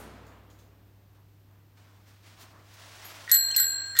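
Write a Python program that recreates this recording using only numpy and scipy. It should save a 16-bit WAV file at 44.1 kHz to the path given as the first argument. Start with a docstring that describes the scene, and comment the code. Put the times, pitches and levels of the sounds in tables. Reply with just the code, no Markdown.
"""In a quiet, hard-walled room with a mains hum, an earlier thud dies away and a few faint clinks are heard.
A sleeve rustles as an arm reaches out, and the spring of a bicycle bell pings as a finger meets the lever.
Then the bell rings three times: gears tick and scrape, a rotor rattles, and the clapper hits the dome twice,
twice again while the lever squeaks back, and then once. Close pairs of dome tones beat as they ring.
Sine waves that fade away make the tones, and noise shaped by a spectrum makes the rest."""
import sys
import numpy as np
from scipy import signal
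from scipy.fft import rfft, irfft
from scipy.io import wavfile

SR = 44100
rng = np.random.default_rng(int(sys.argv[2]) if len(sys.argv) > 2 else 0)


def file_out(sig):
    """Save sig as 16-bit WAV at sys.argv[1]."""
    # one column per channel
    cols = np.atleast_2d(sig).T
    # limit, then scale
    lim = np.clip(cols, -1, 1)
    pcm = np.round(lim * 32767).astype(np.int16)
    wavfile.write(sys.argv[1], SR, pcm)


N = 176400
TIME = np.arange(N) / SR  # seconds

# Blows of the clapper. Each row: start in seconds, level of the click in dB,
# then the level in dB of each of the eight dome tones.
BLOWS = [(3.3156, -10, -47, -38, -23.5, -28.5, -32, -20.5, -11, -24.5),
         (3.344, -12.5, -45, -44.5, -26.5, -32.5, -29, -20, -15.5, -22),
         (3.5635, -12.5, -58, -39, -23.5, -47, -27, -24.5, -19, -22.5),
         (3.6000, -15, -41.5, -46, -33, -34.5, -22.5, -24.5, -18.5, -29),
         (3.989, -10, -41, -39.5, -22.5, -35, -29, -17.5, -11, -18)]
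# Colour of a tick of the gears, also used for the rotor. Each row: frequency in Hz, relative level in dB.
TICK_COLOUR = [(700, -54), (1300, -2.5), (2000, 0), (2700, -7.5), (3800, 3), (5000, -3.5), (9500, -10.5),
               (12000, -14), (16000, -22.5)]
# Colour of a light brushing contact. Each row: frequency in Hz, relative level in dB.
BRUSH_COLOUR = [(1000, -20.5), (3500, 1), (6500, -3), (10000, -8), (15000, -5)]


def from_db(db):
    """Turn decibels into a gain."""
    return 10 ** (np.asarray(db) / 20)


def rms_one(x):
    """Scale a signal to an rms (average strength) of one."""
    return x / np.sqrt(np.mean(x ** 2) + 1e-20)


def colour(x, points):
    """Shape a signal by a spectrum; white noise keeps its power."""
    hz, db = np.transpose(points)[:2]
    bins_hz = np.fft.rfftfreq(2 * N, 1 / SR)
    gain = from_db(np.interp(np.log(bins_hz + 1), np.log(hz), db))
    # The double length keeps the end from wrapping round to the start.
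    return irfft(rfft(x, 2 * N) * rms_one(gain))[:N]


def noise(points):
    """Steady noise with the given spectrum and an rms of about one."""
    return colour(rng.standard_normal(N), points)


def drift(rate):
    """Random values, `rate` per second, joined by lines; after 4000 values the last one holds."""
    return np.interp(TIME * rate, np.arange(4000), rng.standard_normal(4000))


def fade(s, tau):
    """A sudden start at s, then an exponential decay with time constant tau (seconds)."""
    return (TIME >= s) * np.exp(-np.clip((TIME - s) / tau, 0, 60))


def swell(s, half):
    """A bell-shaped rise and fall around s; `half` is its spread in seconds."""
    return np.exp(-.5 * np.minimum(((TIME - s) / half) ** 2, 100))


def ring(s, hz, t60):
    """One tone set ringing at s; it falls by 60 dB in t60 seconds."""
    return fade(s, t60 / np.log(1000)) * np.sin(2 * np.pi * hz * (TIME - s))


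def bursts(spectrum, level):
    """Contact noise that follows a level curve, coloured by the part that it shakes."""
    return colour(rng.choice([-1, 1], N) * level, spectrum)


def runs(rows):
    """Level of moving parts that start, run for a while and stop."""
    fade_s = 0.0076
    level = np.zeros(N)
    for s, length, db in rows:
        rise = np.clip((TIME - s) / fade_s, 0, 1)
        stop = np.where(TIME < s + length, 1, fade(s + length, fade_s))
        level += from_db(db) * rise * stop
    return level


def background():
    """Mains hum made of steady sines, and still air made of soft noise."""
    # Each row: frequency in Hz, rms level in dB.
    hum_tones = [(100, -57.5), (300, -76)]
    # Each row: frequency in Hz, relative level in dB.
    air_colour = [(20, -28), (60, -5.5), (110, -8), (160, -7.5), (220, -13), (310, -13), (450, -18),
                  (1300, -25.5), (4000, -31), (10400, -40), (14400, -28.5), (16000, -38)]
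    air_db = -63.5
    hum = sum(from_db(db) * np.sqrt(2) * np.sin(2 * np.pi * hz * TIME) for hz, db in hum_tones)
    return hum + from_db(air_db) * noise(air_colour)


def dying_thud():
    """The echoes of an earlier thud: each band of noise dies at its own pace, the treble soonest."""
    # Each row: frequency in Hz, relative level per Hz in dB, time to fall by 60 dB in seconds.
    thud_bands = [(60, -18, 1.8), (146, 2, 2.83), (390, -1.5, 2.52), (1320, -6, 2.19), (2970, -16.5, 2.3),
                  (6000, -21, 1.1), (14000, -20, 0.28)]
    # Tones left ringing. Each row: frequency in Hz, level in dB, time to fall by 60 dB in seconds.
    thud_tones = [(63, -50.5, 4.1), (6880, -68, 0.5), (8974, -58.5, 0.39), (11200, -64, 0.34),
                  (11500, -64, 0.4), (13450, -65, 0.34)]
    thud_db = -46.5
    hz, _, t60s = np.transpose(thud_bands)
    log_bins = np.log(np.fft.rfftfreq(N, 1 / SR) + 1)
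    no_rumble = signal.butter(2, 50, "high", fs=SR, output="sos")
    spectrum = rfft(signal.sosfilt(no_rumble, noise(thud_bands)))
    tail = np.zeros(N)
    for band, t60 in zip(np.eye(len(hz)), t60s):
        # Each band is full at its own frequency and fades out towards its neighbours.
        share = np.interp(log_bins, np.log(hz), band)
        tail += irfft(spectrum * share, N) * fade(0, t60 / np.log(1000))
    tones = sum(from_db(db) * ring(0, hz, t60) for hz, db, t60 in thud_tones)
    return from_db(thud_db) * tail + tones


def clinks():
    """Small light contacts of handling, each a short brush of noise with a bright resonance."""
    # Each row: start in seconds, frequency in Hz, level of the resonance in dB.
    clink_rows = [(.266, 7000, -69.5), (.5, 6740, -69), (.588, 6300, -70.5)]
    decay_s, half_width_hz, brush_db = 0.058, 220, 5  # brush level is relative to the resonance
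    out = np.zeros(N)
    white = rng.standard_normal(N)
    brush = from_db(brush_db) * noise(BRUSH_COLOUR)
    for s, hz, db in clink_rows:
        band = signal.butter(1, [hz - half_width_hz, hz + half_width_hz], "band", fs=SR, output="sos")
        resonance = rms_one(signal.sosfilt(band, white))
        out += from_db(db) * fade(s, decay_s) * (resonance + brush)
    return out


def handling():
    """A sleeve rustles as the arm reaches out: noise that swells with each move, brush and shuffle."""
    # Sleeve moves. Each row: peak in seconds, rise in seconds, fall in seconds, level in dB.
    rustles = [(1.155, 0.0054, 0.031, -71), (1.785, 0.014, 0.4, -64.5), (2.08, .015, 0.22, -62),
               (2.275, 0.027, 0.22, -56.5), (2.42, 0.03, 0.096, -56.5), (2.88, 0.14, 0.42, -52),
               (3.12, 0.13, 0.69, -48)]
    # Brighter brushes of cloth. Each row: peak in seconds, half length in seconds, level in dB.
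    brushes = [(2.088, .012, -63.5), (2.277, 0.0025, -59), (2.42, 0.018, -52.5), (2.745, 0.011, -57)]
    # Soft shuffles. Each row: peak in seconds, half length in seconds, level in dB.
    shuffles = [(.32, 0.023, -60.5), (1.19, 0.037, -70), (1.55, 0.051, -69.5), (1.9, 0.11, -66),
                (2.43, 0.037, -59), (2.57, 0.047, -58.5), (3.5, 0.54, -60)]
    # Colours of rustle and shuffle. Each row: frequency in Hz, relative level in dB.
    sleeve_colour = [(180, -25), (300, -7.5), (460, -9.5), (645, -1), (737, -3.5), (1690, -3), (5430, -8),
                     (14700, -23), (16000, -14)]
    shuffle_colour = [(100, 1), (300, 2.5), (600, -0.5), (1100, 4.5), (2000, -5), (5000, -33)]
    rough_db = 1.2
    power = np.zeros(N)
    for s, rise, fall, db in rustles:
        shape = np.where(TIME < s, swell(s, rise), fade(s, fall))
        power += (from_db(db) * shape) ** 2
    out = noise(sleeve_colour) * np.sqrt(power) * from_db(rough_db * drift(90))
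    for rows, spectrum in ((brushes, BRUSH_COLOUR), (shuffles, shuffle_colour)):
        out += noise(spectrum) * sum(from_db(db) * swell(s, half) for s, half, db in rows)
    return out


def spring():
    """The finger meets the lever and its spring pings in a few high tones with a softened start."""
    # Each row: frequency in Hz, level in dB, time to fall by 60 dB in seconds.
    spring_tones = [(12880, -45, 0.31), (12780, -45, 0.21), (11200, -56, 0.39), (6850, -55, 0.27)]
    start_s, attack_s = 3.046, 0.0023
    tones = sum(from_db(db) * ring(start_s, hz, t60) for hz, db, t60 in spring_tones)
    return (1 - fade(start_s, attack_s)) * tones


def lever():
    """The lever slides back in rough squeaks of rising pitch with overtones, and knocks on its stop."""
    # Squeaks. Each row: peak in seconds, pitch there in Hz, rise of pitch in Hz per second, level in dB.
    squeaks = [(3.515, 3240, 18000, -34), (3.548, 2850, 25000, -37), (3.584, 2120, 5000, -31)]
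    # The knock: frequency in Hz, level in dB, time to fall by 60 dB in seconds.
    stop_knock = (1515, -33, 0.13)
    half_s, pitch_spread_hz, rough_db, stop_at_s = 0.0035, 260, 5, 3.597
    # This fast drift holds its last value before the squeaks, so they share one random pitch shift.
    pitch_shift = pitch_spread_hz * drift(1500)
    grip = from_db(rough_db * drift(700))
    out = np.zeros(N)
    for s, hz, glide, db in squeaks:
        phase = 2 * np.pi * np.cumsum(hz + glide * (TIME - s) + pitch_shift) / SR
        # Levels drop 3 dB per step through the harmonics, the first one included.
        tones = sum(from_db(db - 3 * k) * np.sin(k * phase) for k in range(1, 4))
        out += grip * swell(s, half_s) * tones
    hz, db, t60 = stop_knock
    return out + from_db(db) * ring(stop_at_s, hz, t60)


def teeth():
    """Gear teeth and lever knocks: short noise ticks, and softened clicks that ring the works."""
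    # Each row: start in seconds, level of the ring in dB, level of the tick in dB.
    knocks = [(3.2772, -28, -47), (3.2958, -45, -29), (3.3030, -30, -31.5), (3.309, -34, -38),
              (3.322, -32.5, -45), (3.3380, -35, -45), (3.3610, -36, -55), (3.6020, -35.5, -31),
              (3.9533, -30.5, -39), (3.9680, -41, -27.5), (3.975, -37, -32), (3.984, -33, -47)]
    # Tones of the works. Each row: frequency in Hz, relative level in dB, time to fall by 60 dB in seconds.
    works_tones = [(1360, -27, .07), (1498, -18, 0.19), (1839, -15, 0.53), (1883, -6.5, 0.24),
                   (1948, -13.5, 0.14), (2080, -21, 0.07)]
    tick_decay_s, spread_db = 0.0017, 1.8
    out = bursts(TICK_COLOUR, sum(from_db(db) * fade(s, tick_decay_s) for s, _, db in knocks))
    times, ring_db, _ = np.transpose(knocks)
    places = np.clip((times * SR).astype(int), 0, N - 1)
    for hz, db, t60 in works_tones:
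        clicks = np.zeros(N)
        clicks[places] = from_db(ring_db + db + rng.normal(0, spread_db, len(times)))
        band = signal.butter(1, [.8 * hz, 1.25 * hz], "band", fs=SR, output="sos")
        soft = signal.sosfilt(band, clicks + 1e-18)
        # A resonator: each click sets off a sine that shrinks by `shrink` every sample.
        shrink, turn = from_db(-60 / (t60 * SR)), 2 * np.pi * hz / SR
        feedback = [1, -2 * shrink * np.cos(turn), shrink * shrink]
        out += signal.lfilter([0, np.sin(turn)], feedback, soft + 1e-18)
    return out


def rotor():
    """The spinning rotor rattles: a crowd of random tiny clicks over smooth noise of the same colour."""
    # Each row: start in seconds, length in seconds, level of the whole rattle in dB.
    spins = [(3.286, .085, -44.5), (3.548, 0.092, -44.5), (3.959, .06, -41.5)]
    grains_per_s = 1100
    sparse = (rng.random(N) < grains_per_s / SR) * rng.standard_normal(N)
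    grains = rms_one(colour(sparse, TICK_COLOUR))
    rattle = rms_one(grains + noise(TICK_COLOUR))
    return rattle * runs(spins)


def gear_scrape():
    """The gears scrape while the lever is pushed: coloured noise with a rough, uneven level."""
    # Each row: start in seconds, length in seconds, level in dB.
    scrapes = [(3.286, 0.079, -41), (3.955, .06, -42.5)]
    # Each row: frequency in Hz, relative level in dB.
    scrape_colour = [(900, -41), (1400, -10), (1720, -22), (1885, 1.5), (2050, -10.5), (2500, -35),
                     (3700, -14.5), (6000, -32)]
    rough_db = 3
    return noise(scrape_colour) * from_db(rough_db * drift(300)) * runs(scrapes)


def bracket():
    """The metal strip that carries the bell rings low and faint at each blow."""
    # Each row: frequency in Hz, level relative to the click in dB, time to fall by 60 dB in seconds.
    bracket_tones = [(301, -56.5, 0.83), (467, -54.5, 0.69), (510, -52.5, 1.3), (544, -51, 1.2)]
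    out = np.zeros(N)
    for s, click_db, *_ in BLOWS:
        out += sum(from_db(click_db + db) * ring(s, hz, t60) for hz, db, t60 in bracket_tones)
    return out


def clapper():
    """Each blow is a hard noise click with a short rattling tail and a brief, dense high ring."""
    # Each row: frequency in Hz, relative level in dB.
    click_colour = [(700, -35), (1100, -24.5), (1600, -6), (2500, -11), (4700, -5.5), (6700, 5), (8400, 1),
                    (9400, -3), (10900, -1.5), (11700, 9.5), (12800, -3), (13850, 4.5), (14600, -8),
                    (16200, -12)]
    # Each row: frequency in Hz, level relative to the click in dB, time to fall by 60 dB in seconds.
    high_tones = [(7070, -28, 0.14), (11600, -24, 0.073), (11800, -22, 0.14), (14000, -32, .09),
                  (13930, -33, .07), (15410, -40, .1), (15690, -39, .1)]
    click_s, tail_s, tail_db = 0.00057, 0.015, -25.5  # decay times; tail level relative to the click
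    level, tones = np.zeros(N), np.zeros(N)
    for s, click_db, *_ in BLOWS:
        level += from_db(click_db) * (fade(s, click_s) + from_db(tail_db) * fade(s, tail_s))
        tones += sum(from_db(click_db + db) * ring(s, hz, t60) for hz, db, t60 in high_tones)
    return bursts(click_colour, level) + tones


def dome():
    """Each blow catches the dome and starts it anew; twin tones start opposed and beat."""
    # The eight tones, in four close pairs: frequency in Hz.
    dome_hz = [1591.6, 1625.7, 4186.2, 4238.2, 7653.0, 7732.0, 11852.0, 11949.5]
    # How long each tone rings: time to fall by 60 dB in seconds.
    dome_t60_s = [8.6, 3.5, 1.87, 4.6, 0.95, 0.67, 0.32, 0.32]
    catch_s = .0006  # how fast the next blow stops the old ring
    out = np.zeros(N)
    ends = [row[0] for row in BLOWS[1:]] + [N / SR]
    for (s, _, *levels), end in zip(BLOWS, ends):
        held = np.where(TIME < end, 1, fade(end, catch_s))
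        for k, (db, hz, t60) in enumerate(zip(levels, dome_hz, dome_t60_s)):
            out += (-1) ** k * held * from_db(db) * ring(s, hz, t60)
    return out


def room(x):
    """Hard walls blur a sound into a tail of fading noise, shorter in the treble."""
    t60_s, treble_t60_s = 2.25, 0.16
    white = rng.standard_normal(N)
    lowpass = signal.butter(2, 3500, fs=SR, output="sos")
    low = signal.sosfilt(lowpass, rng.standard_normal(N))
    tail = low * fade(0.0055, t60_s / np.log(1000)) + white * fade(0.01, treble_t60_s / np.log(1000))
    return signal.fftconvolve(x, tail / np.linalg.norm(tail))[:N]


def scene():
    """The bell close by with its echo in the room, over handling noise, the thud and the background."""
    room_db = -15
    surroundings = background() + dying_thud() + clinks() + handling()
    works = teeth() + rotor() + gear_scrape()
    bell = spring() + lever() + works + bracket() + clapper() + dome()
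    return (surroundings + bell + from_db(room_db) * room(bell))[None]


def record(dry):
    """Cut the top of the treble steeply."""
    cutoff_hz = 15900
    return signal.sosfilt(signal.ellip(10, .1, 80, cutoff_hz, fs=SR, output="sos"), dry)


dry = scene()
out = record(dry)
file_out(out)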